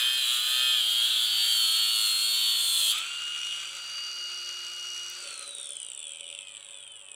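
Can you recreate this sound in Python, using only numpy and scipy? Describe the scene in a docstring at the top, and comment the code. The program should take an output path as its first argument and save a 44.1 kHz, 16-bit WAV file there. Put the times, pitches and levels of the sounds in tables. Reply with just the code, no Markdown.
"""In a garage, a cordless angle grinder scrapes through a braided hose in a vise: patterned noise that wears away.
One motor speed drives scrape, gear and fan whine and magnet hum, all built on multiples of that speed.
The wheel breaks through, the loose end brushes it once more, and the motor speeds up with rushing air noise;
without load the gear teeth rattle in their play, as short bursts of noise that ring the case.
The trigger ticks, then the tool coasts down, still rattling, with the magnets tugging at the case."""
import sys
import numpy as np
from scipy import signal
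from scipy.fft import rfft, irfft, next_fast_len
from scipy.io import wavfile
from scipy.ndimage import uniform_filter1d, map_coordinates

SR = 44100
rng = np.random.default_rng(int(sys.argv[2]) if len(sys.argv) > 2 else 0)


def generate_wav(signal):
    """Clip the signal to [-1, 1] and save it as 16-bit WAV at the path in sys.argv[1]."""
    frames = np.transpose(np.atleast_2d(signal))
    scaled = np.clip(frames, -1, 1) * 32767
    pcm = np.round(scaled).astype(np.int16)
    wavfile.write(sys.argv[1], SR, pcm)


def volts_from_decibels(level):
    """Turn decibel levels (scalar or array-like) into linear amplitude factors."""
    exponent = np.asarray(level, float) / 20
    return 10 ** exponent


N = 315298  # length in samples

# Motor speed while cutting. Each row: time in seconds, motor turns a second before the hand's tremble.
CUTTING_SPEED = [(0, 311), (.07, 316), (.17, 317), (.26, 302.5), (.38, 304.4), (.57, 316.5), (.73, 316),
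                 (.84, 291), (.94, 289.3), (1.09, 294), (1.19, 290), (1.28, 281), (1.5, 281.5),
                 (1.57, 278.5), (1.68, 270.6), (1.74, 273.3), (1.92, 275.5), (1.99, 271.3), (2.16, 265.8),
                 (2.36, 276), (2.5, 276.5), (2.62, 269), (2.69, 268), (2.875, 261)]
GEAR = 16 / 40  # pinion teeth over wheel gear teeth
IDLE_TURNS, CREEP_TURNS_PER_S = 358.6, .42  # turns a second without load, and its slow rise each second
RECOVER_S, DRAG_SHARE = .11, 1 / 3  # time to pick up speed; share of the sag held by the last strands
COAST_AT_S, COAST_S = 5.206, 2.256  # power off; decay time
FRICTION_TURNS = 111.8  # dry friction, as a speed in turns a second
TREMBLE_TURNS = .55  # unsteadiness of the hand's push, in turns a second
FREE_S = 2.93  # the wheel breaks through

# Loudness of the scrape. Each row: time in seconds, level in dB at full contact.
SCRAPE = [(0, -30.5), (.18, -27.5), (.36, -26.5), (.45, -28.5), (.7, -26.5), (.9, -26), (1.26, -27.5),
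          (1.35, -26.5), (1.7, -28), (1.98, -28), (2.16, -32.5), (2.34, -28), (2.43, -29), (2.7, -28),
          (2.9, -27.5)]
# Wheel, hose and vise as one sounding body. Each row: frequency in Hz, relative level in dB.
HOSE_BODY = [(53, -69), (90, -34.5), (223, -39.5), (495, -38.5), (563, -28), (714, -32.5), (1120, -34),
             (1360, -28), (2050, -25), (3230, 10), (4460, -5.5), (5310, -22.5), (7660, -12), (10800, -15.5),
             (15600, -24.5)]
# Resonances of that body. Each row: frequency in Hz, width in Hz, lift in dB.
HOSE_RINGS = [(7460, 240, 5), (10910, 400, 7.5), (1366, 230, 7), (1753, 73, -2), (13700, 180, -5),
              (15100, 1200, 10)]
SPARKS_DB, SPARKS_DB_PER_S = -34, 1.02  # the hiss grows as the wheel sinks in
STRANDS_DB, STRANDS_DB_PER_S = -39, -2  # the sound below 2 kHz fades as strands part
PART_S, PART_DB_PER_S = 2.915, -300  # the hose parts and contact dies away
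SNAG_S, SNAG_LENGTH_S, SNAG_DB = 2.985, 0.011, -6  # the loose end brushes the wheel once more

# Loudness of the tones, one list a family: tooth mesh, magnet poles, fan blades, shaft, middle overtones,
# high overtones, mesh octave. Each row: time in seconds, family level in dB before each tone's own offset.
WHINE_LEVELS = [
    [(0, -43), (.35, -52), (.6, -48), (.9, -47), (1.13, -49), (1.28, -32.5), (1.62, -30.5), (2.5, -30),
     (2.88, -36.5), (3.0, -41), (3.15, -68), (3.5, -53), (4.2, -58), (5.1, -49), (5.3, -66), (5.9, -63),
     (6.06, -52), (6.25, -68), (6.6, -75)],
    [(0, -37), (.12, -36.5), (.38, -47), (.65, -36.5), (.78, -40), (.88, -64), (2.9, -57), (3.0, -42),
     (3.25, -33.5), (3.5, -32.5), (3.72, -42), (4.0, -36.5), (5.05, -37), (5.25, -49.5), (5.65, -76),
     (6.3, -76), (6.6, -66), (6.9, -79), (7.15, -90)],
    [(0, -65), (.2, -39), (.78, -46.5), (1.0, -66), (1.12, -37), (1.27, -60), (2.4, -51), (2.75, -35.5),
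     (3.0, -46.5), (3.38, -54), (3.75, -49.5), (3.95, -40), (4.4, -43), (4.75, -48.5), (5.65, -45.5),
     (6.1, -60.5), (7.15, -83)],
    [(0, -59), (.19, -56.5), (.25, -78), (.42, -80), (.48, -56), (.74, -56), (.8, -61.5), (2.8, -61),
     (3.0, -76), (3.5, -71), (4.0, -75.5), (4.2, -66), (5.25, -67.5), (5.4, -86)],
    [(0, -57), (.78, -46), (.88, -70), (2.9, -72.5), (3.1, -55), (3.6, -60), (4.2, -49), (5.15, -52),
     (5.45, -57), (5.65, -47), (5.85, -51.5), (6.05, -70), (7.15, -71)],
    [(2.9, -77), (3.1, -57), (3.55, -51), (3.9, -59), (4.35, -62), (4.85, -59), (5.4, -64), (5.65, -57),
     (5.85, -67), (6.1, -78)],
    [(1.2, -56), (1.9, -45), (2.05, -45), (2.3, -40), (2.45, -51), (2.65, -36.5), (2.88, -41), (3.0, -88),
     (4.9, -76), (5.3, -83)],
]
# Which multiples of the motor speed sing, one list a family in the same order.
WHINE_MULTIPLES = [
    [16, 17],
    [8, 9, 10, 5.6, 40],
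    [13, 28],
    [1, 2, 3, 5],
    [12, 14, 24],
    [20, 26, 39],
    [32],
]
# Offset of each of those multiples, one list a family. Each row: dB under load, dB running free.
WHINE_OFFSETS = [
    [(0, -1), (-16.5, -11)],
    [(-2, -2.5), (-6.5, -25), (5.5, -26), (-9, -45), (-21, -48)],
    [(5, 0), (-16, -34)],
    [(-25, 0), (-2.5, -11.5), (-10, -8), (5.5, -18)],
    [(0, -1), (-15, -9), (-1, -17)],
    [(2, -1.5), (0, -2.5), (-6, -23)],
    [(2, 9)],
]
# Two low tones. Each row: time in seconds, hum at wheel speed in dB, growl at four times motor speed in dB.
HUM_LEVELS = [(0, -90, -81), (.75, -93, -45.5), (.9, -95, -67), (2.9, -100, -61), (2.96, -90, -46.5),
              (3.08, -77, -50), (3.3, -76, -52), (3.8, -76, -83), (4.1, -82, -60), (5.2, -84, -61.5),
              (5.45, -91, -53.5), (5.55, -95, -96)]

# Steady hum of the room. Each row: frequency in Hz, relative level in dB.
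ROOM_FLOOR = [(20, -28), (60, -1.5), (130, -2.5), (300, -6.5), (900, 2), (3000, -9), (15000, -34)]
ROOM_FLOOR_DB = -66.5  # its overall level

# Noise of the free tool. Each row: time in seconds, air in dB, light taps in dB (both relative).
FREE_NOISE = [(2.9, -42.5, -29), (3.05, -48.5, -39.5), (3.3, -50, -55), (3.55, -50.5, -39.5),
              (3.8, -51, -43), (4, -52, -56), (4.8, -54, -48), (5.3, -53.5, -41), (5.5, -59, -42.5),
              (5.9, -68.5, -55), (6.2, -73, -46), (6.7, -70.5, -53), (7.15, -82, -58)]
# Tone colour of the fan air. Each row: frequency in Hz, relative level in dB.
AIR_COLOUR = [(53, -67), (90, -35), (301, -35), (358, -30), (986, -24.5), (1390, -6), (1770, -19),
              (2660, -6.5), (2840, -12.5), (3030, -9.5), (4760, -14.5), (5080, -32), (5910, -14.5),
              (6580, -15.5), (15600, -39)]
# Tooth knocks at set times, strong and weak. Each row: time in seconds, relative strength in dB.
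SET_KNOCKS = [(3.035, -37), (3.16, -35), (3.2523, -31), (3.3481, -29), (3.432, -29.5), (3.751, -28),
              (3.877, -30), (3.9554, -31), (4.1145, -32), (4.1564, -32), (4.24, -31), (4.332, -36),
              (4.415, -30), (4.4903, -27), (4.5264, -28), (4.6663, -29), (4.7967, -29.5), (4.9023, -30),
              (4.9772, -31), (5.238, -32), (5.3932, -28), (5.4917, -32), (5.5494, -23), (5.583, -25.5),
              (5.6294, -29), (5.6565, -30), (5.691, -25), (5.7195, -25), (5.7677, -25.5), (5.8006, -29),
              (5.865, -30), (5.8855, -28), (5.9331, -31), (5.976, -28), (6.0686, -27), (6.093, -29.5),
              (6.134, -29), (6.2077, -25.5), (6.301, -26), (6.3491, -26), (6.3882, -26), (6.4186, -30.5),
              (6.4829, -31), (6.5682, -28.5), (6.6965, -33), (6.7433, -29.5), (6.8268, -33),
              (6.8765, -30.5), (6.965, -31.5), (7.0128, -28.5), (7.0855, -29.5), (7.116, -26),
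              (7.143, -28.5)]
# Knocks that fill the time between those. Each row: time in seconds, knocks a second,
# usual relative strength in dB, typical scatter of the strength in dB.
FILLING_KNOCKS = [(3.15, 69, -35, 3), (3.42, 71, -34, 3.5), (3.5, 54, -33.5, 6.5), (3.85, 52, -33, 5),
                  (3.95, 57, -33, 1.5), (4.3, 69.6, -32.5, 1), (5.2, 58, -32.5, 1), (5.6, 60, -31.5, 4),
                  (6.2, 85, -31, 4), (6.6, 103, -34.5, 5), (7.15, 92, -38, 5)]
UNEVEN = .12  # timing scatter of the filling knocks, as a share of the gap between knocks
# Resonances of the gear case, one list a part. Each row: frequency in Hz, width in Hz, relative level in dB.
GEAR_CASE = [
    [(447, 170, 0)],
    [(559.8, 21.3, 7.5)],
    [(1160, 110, -22), (2522, 226, -1.5), (3105, 233, 2), (3284, 340, 4), (3690, 170, -3.5),
     (4400, 280, -25), (4920, 190, -22)],
    [(5760, 424, -1), (6650, 540, -13)],
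    [(7784, 343, 0.5)],
    [(8920, 510, 0.5), (9430, 183, -3), (14900, 400, -30)],
]
# How loud each part rings as the tool is turned and the teeth change flank. Each row: time in seconds,
# then relative dB of the rumble, 550 Hz, 3 kHz, 6 kHz, 8 kHz and 9 kHz parts.
CASE_FACING = [(2.95, -32, -28, 9, -14, 4, -3.5), (3.4, -43.5, -27, 8.5, 3.5, 2, -9),
               (3.7, -34, -14, 3.5, -8, -1.5, -11), (4., -36, -11.5, -15, 2, -11, -12),
               (5.15, -38, -16.5, -22, 2.5, 0, -11), (5.25, -9.5, -4, 1, -2, 2, 0),
               (5.55, -17, -7.5, -9, -12, -8, 3.5), (5.9, -22.5, -16, -2, -19, 4, 2),
               (6.3, -21.5, -9.5, 2, -19.5, -3.5, -5), (6.6, -25.5, -10.5, -0.5, -23, 1, -5),
               (6.9, -22.5, -13.5, -2.5, -26, -5.5, -2.5), (7.15, -25, -16, -6, -22, -2.5, -5.5)]
# Gain of the knocks into the case, where light taps have 0 dB. One number in dB for each part.
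KNOCK_GAIN = [1.9, -2.6, -5.5, 1, -0.3, 0.34]
CRACK_DB = -35  # the bare top of each knock, above the case's ringing, before its fall in the coast
# Magnet tugs while coasting, at 8, 12, .. 32 times the motor speed.
# Each row: dB into the case, dB straight through the vents.
MAGNET_TUGS = [(-52, -80), (-55, -76), (-51, -86), (-58, -74), (-62, -84), (-47.5, -90), (-53.5, -92)]

# Trigger tick. Each row: time in seconds, starting noise level in dB before its band filter.
TRIGGER_TICKS = [(5.0978, -35)]


def evened(x):
    """Scales a sound to an average (rms) level of 1."""
    return x / np.sqrt(np.mean(x ** 2) + 1e-20)


def curve(rows, column):
    """Joins one column of a table by straight lines, giving a value at every sample."""
    return np.interp(np.arange(N) / SR, [r[0] for r in rows], [r[column] for r in rows])


def colour(x, points, lifts=()):
    """Filters a sound by a spectrum in dB, with extra resonant lifts."""
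    size = next_fast_len(N)
    hz = np.fft.rfftfreq(size, 1 / SR)
    f, db = np.transpose(points)
    shape_db = np.interp(np.log(hz + 1), np.log(f + 1), db)
    for centre, width, lift_db in lifts:
        shape_db = shape_db + lift_db / (1 + (2 * (hz - centre) / width) ** 2)
    return irfft(rfft(x, size) * volts_from_decibels(shape_db), size)[:N]


def band(x, lo_hz, hi_hz):
    """Keeps mainly the frequencies between two limits."""
    limits = [lo_hz, min(hi_hz, .49 * SR)]
    return signal.sosfilt(signal.butter(3, limits, "band", fs=SR, output="sos"), x)


def ring(x, hz, width):
    """Lets one resonance ring, with a gain of 1 at its centre."""
    return signal.lfilter(*signal.iirpeak(hz, hz / width, SR), x)


def slow(rate_hz):
    """Slow random drift: noise smoothed by a low-pass filter, at rms 1."""
    return evened(signal.lfilter(*signal.butter(1, rate_hz, fs=SR), rng.standard_normal(N)))


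def after(s, blend_s):
    """Rises from 0 to 1 in a straight line of length blend_s, centred on time s."""
    return np.clip((np.arange(N) / SR - s) / blend_s + .5, 0, 1)


def speed():
    """Motor turns a second: held down by the cut, recovering to idle, then slowed by drag and friction."""
    t = np.arange(N) / SR
    end_s, end_turns = CUTTING_SPEED[-1]
    tremble = TREMBLE_TURNS * evened(uniform_filter1d(slow(8), 900))
    loaded = curve(CUTTING_SPEED, 1) + tremble
    u = np.maximum(t - end_s, 0) / RECOVER_S
    idle = IDLE_TURNS + CREEP_TURNS_PER_S * (np.minimum(t, COAST_AT_S) - end_s)
    sag = DRAG_SHARE * np.exp(-u ** 2) + (1 - DRAG_SHARE) * np.exp(-u)
    free = idle - (IDLE_TURNS - end_turns) * sag
    # drag slows the motor in proportion to its speed, dry friction by a steady amount
    decay = np.exp(-np.maximum(t - COAST_AT_S, 0) / COAST_S)
    coast = (free + FRICTION_TURNS) * decay - FRICTION_TURNS
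    return np.where(t < end_s, loaded, coast)


def rim(wheel, size, memory, smooth):
    """A random profile round the wheel that comes back every turn and wears away over some turns."""
    field = rng.standard_normal((int(wheel[-1]) + 3, size))  # one row a turn
    for _ in range(2):
        field = uniform_filter1d(field, max(round(memory), 1), 0)
    field = evened(uniform_filter1d(field, max(round(smooth), 1), 1, mode="wrap"))
    field = np.hstack([field, field[:, :1]])
    return map_coordinates(field, [wheel, wheel % 1 * size], order=1)


def cut(turns, lumps_db=1.5):
    """The grit meets the strands in the same order each turn; breaking wire adds fresh noise, most in the treble."""
    t = np.arange(N) / SR
    wheel = np.minimum(turns * GEAR, 400)  # the profile is not needed after the cut
    grit = evened(rim(wheel, size=768, memory=22, smooth=1))
    contact = volts_from_decibels(lumps_db * rim(wheel, size=64, memory=16.0, smooth=8))  # high spots bite harder
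    noise = rng.standard_normal(N)

    def mixed(fresh):
        """Blends the repeating grit with fresh noise and passes both through the body of the hose."""
        return colour(contact * ((1 - fresh) * grit + fresh * noise), HOSE_BODY, HOSE_RINGS)

    low, high = mixed(.12), mixed(.4)
    strands = evened(band(low, 987, 1990))
    scrape = evened(band(low, 1890, 5270))
    sparks = evened(band(high, 4840, 15000))
    sparks = sparks + (volts_from_decibels(3.0 * slow(8.2)) - 1) * band(sparks, 11500, 15200)  # the very top comes and goes
    snag = volts_from_decibels(SNAG_DB) * np.exp(-((t - SNAG_S) / SNAG_LENGTH_S) ** 2)
    touch = volts_from_decibels(PART_DB_PER_S * np.maximum(t - PART_S, 0)) + snag
    # the wheel runs out of true and thumps the vise once a turn
    thump = np.zeros(N)
    for k in range(2, 11):
        thump += volts_from_decibels(2 * slow(4)) * np.cos(2 * np.pi * (k * wheel + rng.random()))
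    thrum = volts_from_decibels(-62.0) * evened(colour(thump, HOSE_BODY))
    thrum += volts_from_decibels(-62.5) * evened(band(colour(noise, HOSE_BODY), 79, 820))
    bright = volts_from_decibels(curve(SCRAPE, 1)) * scrape
    bright += volts_from_decibels(STRANDS_DB + STRANDS_DB_PER_S * t) * strands
    sparks_db = SPARKS_DB + SPARKS_DB_PER_S * t + 1.33 * slow(1.5)
    bright += volts_from_decibels(sparks_db) * touch ** 0.66 * sparks
    return touch * bright + thrum * (1 - after(FREE_S, 0.036))


def whine(turns, waver_db=1.0):
    """Gear, magnets, fan and shaft sing as sines at multiples of the motor speed, each wavering a little."""
    free, out = after(FREE_S, 0.025), np.zeros(N)
    for number, family in enumerate(WHINE_OFFSETS):
        for multiple, (load_db, free_db) in zip(WHINE_MULTIPLES[number], family):
            offset_db = load_db + free * (free_db - load_db)
            level_db = curve(WHINE_LEVELS[number], 1) + offset_db + waver_db * slow(4.4)
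            if number == 0:  # the teeth lose contact for a moment as the load drops away
                level_db -= 14 * free * (1 - after(FREE_S + 0.23, .2))
            tone = np.sin(2 * np.pi * (multiple * turns + rng.random()))
            out += np.sqrt(2) * volts_from_decibels(level_db) * tone
    return out


def garage(x, t60_s=0.48):
    """The room's reflections: a short tail of fading noise, starting 4 ms after the sound."""
    t = np.arange(round(.4 * SR)) / SR
    tail = rng.standard_normal(len(t)) * volts_from_decibels(-60 * t / t60_s) * (t > .004)
    return signal.oaconvolve(x, tail / np.linalg.norm(tail))[:N]


def room_hum():
    """The steady, quiet background of the room, made of coloured noise."""
    return volts_from_decibels(ROOM_FLOOR_DB) * evened(colour(rng.standard_normal(N), ROOM_FLOOR))


def wobble(turns):
    """A hum at wheel speed, and a growl at four times motor speed that swells
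    briefly during the cut, at release and early in the coast."""
    wheel = np.sin(2 * np.pi * turns * GEAR)
    growl = np.sin(8 * np.pi * turns)
    return np.sqrt(2) * (volts_from_decibels(curve(HUM_LEVELS, 1)) * wheel + volts_from_decibels(curve(HUM_LEVELS, 2)) * growl)


def air(turns):
    """Fan and bearing noise, throbbing once each turn of the shaft."""
    throb = 1 + 0.35 * np.sin(2 * np.pi * turns)
    noise = colour(throb * volts_from_decibels(1.6 * slow(17)) * rng.standard_normal(N), AIR_COLOUR)
    noise /= np.std(band(noise, 1000, 2000))  # levels are set by this band
    return volts_from_decibels(curve(FREE_NOISE, 1)) * after(FREE_S, 0.065) * noise


def knocks(count=400):
    """Times and strengths of tooth knocks: those at set times, with a whole number of steps filling each gap."""
    s, set_db = np.transpose(SET_KNOCKS)
    at_s, rate, usual_db, scatter_db = np.transpose(FILLING_KNOCKS)
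    gap = np.diff(s)
    steps = np.maximum(np.round(gap * np.interp(s[1:] - gap / 2, at_s, rate)), 1)
    fixed = np.append(0, np.cumsum(steps)).astype(int)  # which knocks have set times
    every = np.arange(fixed[-1] + 1)
    shift = rng.standard_normal(count)[every]
    weak = rng.exponential(1, count)[every]  # a large value is a glancing knock
    shift[fixed] = 0
    times = np.interp(every + UNEVEN * shift, fixed, s)
    strength_db = np.interp(times, at_s, usual_db) + np.interp(times, at_s, scatter_db) * (1 - weak)
    strength_db[fixed] = set_db
    return times, strength_db


def knock_bursts(size=96):
    """Teeth knock across their play: each knock is a two-millisecond scrape holding all frequencies alike."""
    s, strength_db = knocks()
    phases = rng.random((400, size // 2 + 1))[:len(s)]
    scrapes = irfft(np.exp(2j * np.pi * phases), size)
    onset = np.arange(size) / SR / 0.00044
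    scrapes = scrapes * onset * np.exp(1 - onset)
    drive = np.zeros(N + size)
    at = (s * SR).astype(int)[:, None] + np.arange(size) - size // 4
    np.add.at(drive, at, volts_from_decibels(30.0 + strength_db)[:, None] * scrapes)
    return drive[:N]


def light_taps(turns, spread_db=4):
    """The pinion taps lightly about twice a turn, each tap a short swell of noise of random strength."""
    taps = np.diff(np.floor(2 * turns + .1 * slow(60)), prepend=0) > 0
    taps = taps * volts_from_decibels(spread_db * np.minimum(rng.exponential(1, N), 3))
    t = np.arange(200) / SR / 0.00071
    swell = evened(signal.oaconvolve(taps, t * np.exp(1 - t))[:N])
    noise = (0.028 + swell) * rng.standard_normal(N)
    return volts_from_decibels(curve(FREE_NOISE, 2) + 2.5) * after(FREE_S, 0.055) * noise


def magnet_tugs(turns):
    """Magnets tug four times a turn: overtones of that rate, into the case and straight through the vents."""
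    case_db, vent_db = np.transpose(MAGNET_TUGS)
    multiple = 4 * (np.arange(len(MAGNET_TUGS)) + 2)
    tugs = np.cos(2 * np.pi * (multiple[:, None] * turns + rng.random((len(MAGNET_TUGS), 1))))
    into_case = after(5.38, 0.48) * (volts_from_decibels(case_db) @ tugs)
    through_vents = after(5.03, .4) * (volts_from_decibels(vent_db) @ tugs)
    return into_case, through_vents


def rattle(turns):
    """Knocks, light taps and magnet tugs ring the resonances of the gear case."""
    drive, light = knock_bursts(), light_taps(turns)
    into_case, through_vents = magnet_tugs(turns)
    crack = volts_from_decibels(CRACK_DB - 9 * after(5.34, .8)) * band(drive, 10300, 15000)
    out = through_vents + crack
    for number, part in enumerate(GEAR_CASE):
        push = volts_from_decibels(KNOCK_GAIN[number]) * drive + light
        if number == 2:  # tugs shake the 3 kHz part
            push = push + into_case
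        modes = np.zeros(N)
        for hz, width, db in part:
            near = band(push, hz - 1.18 * width, hz + 1.3 * width)
            modes += volts_from_decibels(db) * ring(near, hz, width)
        out += volts_from_decibels(curve(CASE_FACING, number + 1)) * modes
    return out


def switch():
    """A dry, bright tick from the trigger: a burst of noise that dies away in a few milliseconds."""
    out, t = np.zeros(N), np.arange(600) / SR
    for s, start_db in TRIGGER_TICKS:
        at = round(s * SR)
        out[at:at + len(t)] += volts_from_decibels(start_db) * np.exp(-t / 0.0032) * rng.standard_normal(len(t))
    return band(out, 6000, 15300)


def scene():
    """Grinder, its reflections and the room's hum, alike in both channels."""
    turns = np.cumsum(speed()) / SR  # motor turns made so far
    cutting = cut(turns)
    tool = air(turns) + rattle(turns)
    reflections = garage(volts_from_decibels(-14.5) * cutting + volts_from_decibels(-11) * tool)
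    mix = cutting + tool + reflections + whine(turns) + wobble(turns) + switch() + room_hum()
    return np.tile(mix, (2, 1))


def roll_off(x):
    """The treble ends steeply here."""
    return signal.sosfilt(signal.butter(12, 15830, fs=SR, output="sos"), x)


def record(dry):
    """Takes the finished mix to its final form."""
    return roll_off(dry)


dry = scene()
out = record(dry)
generate_wav(out)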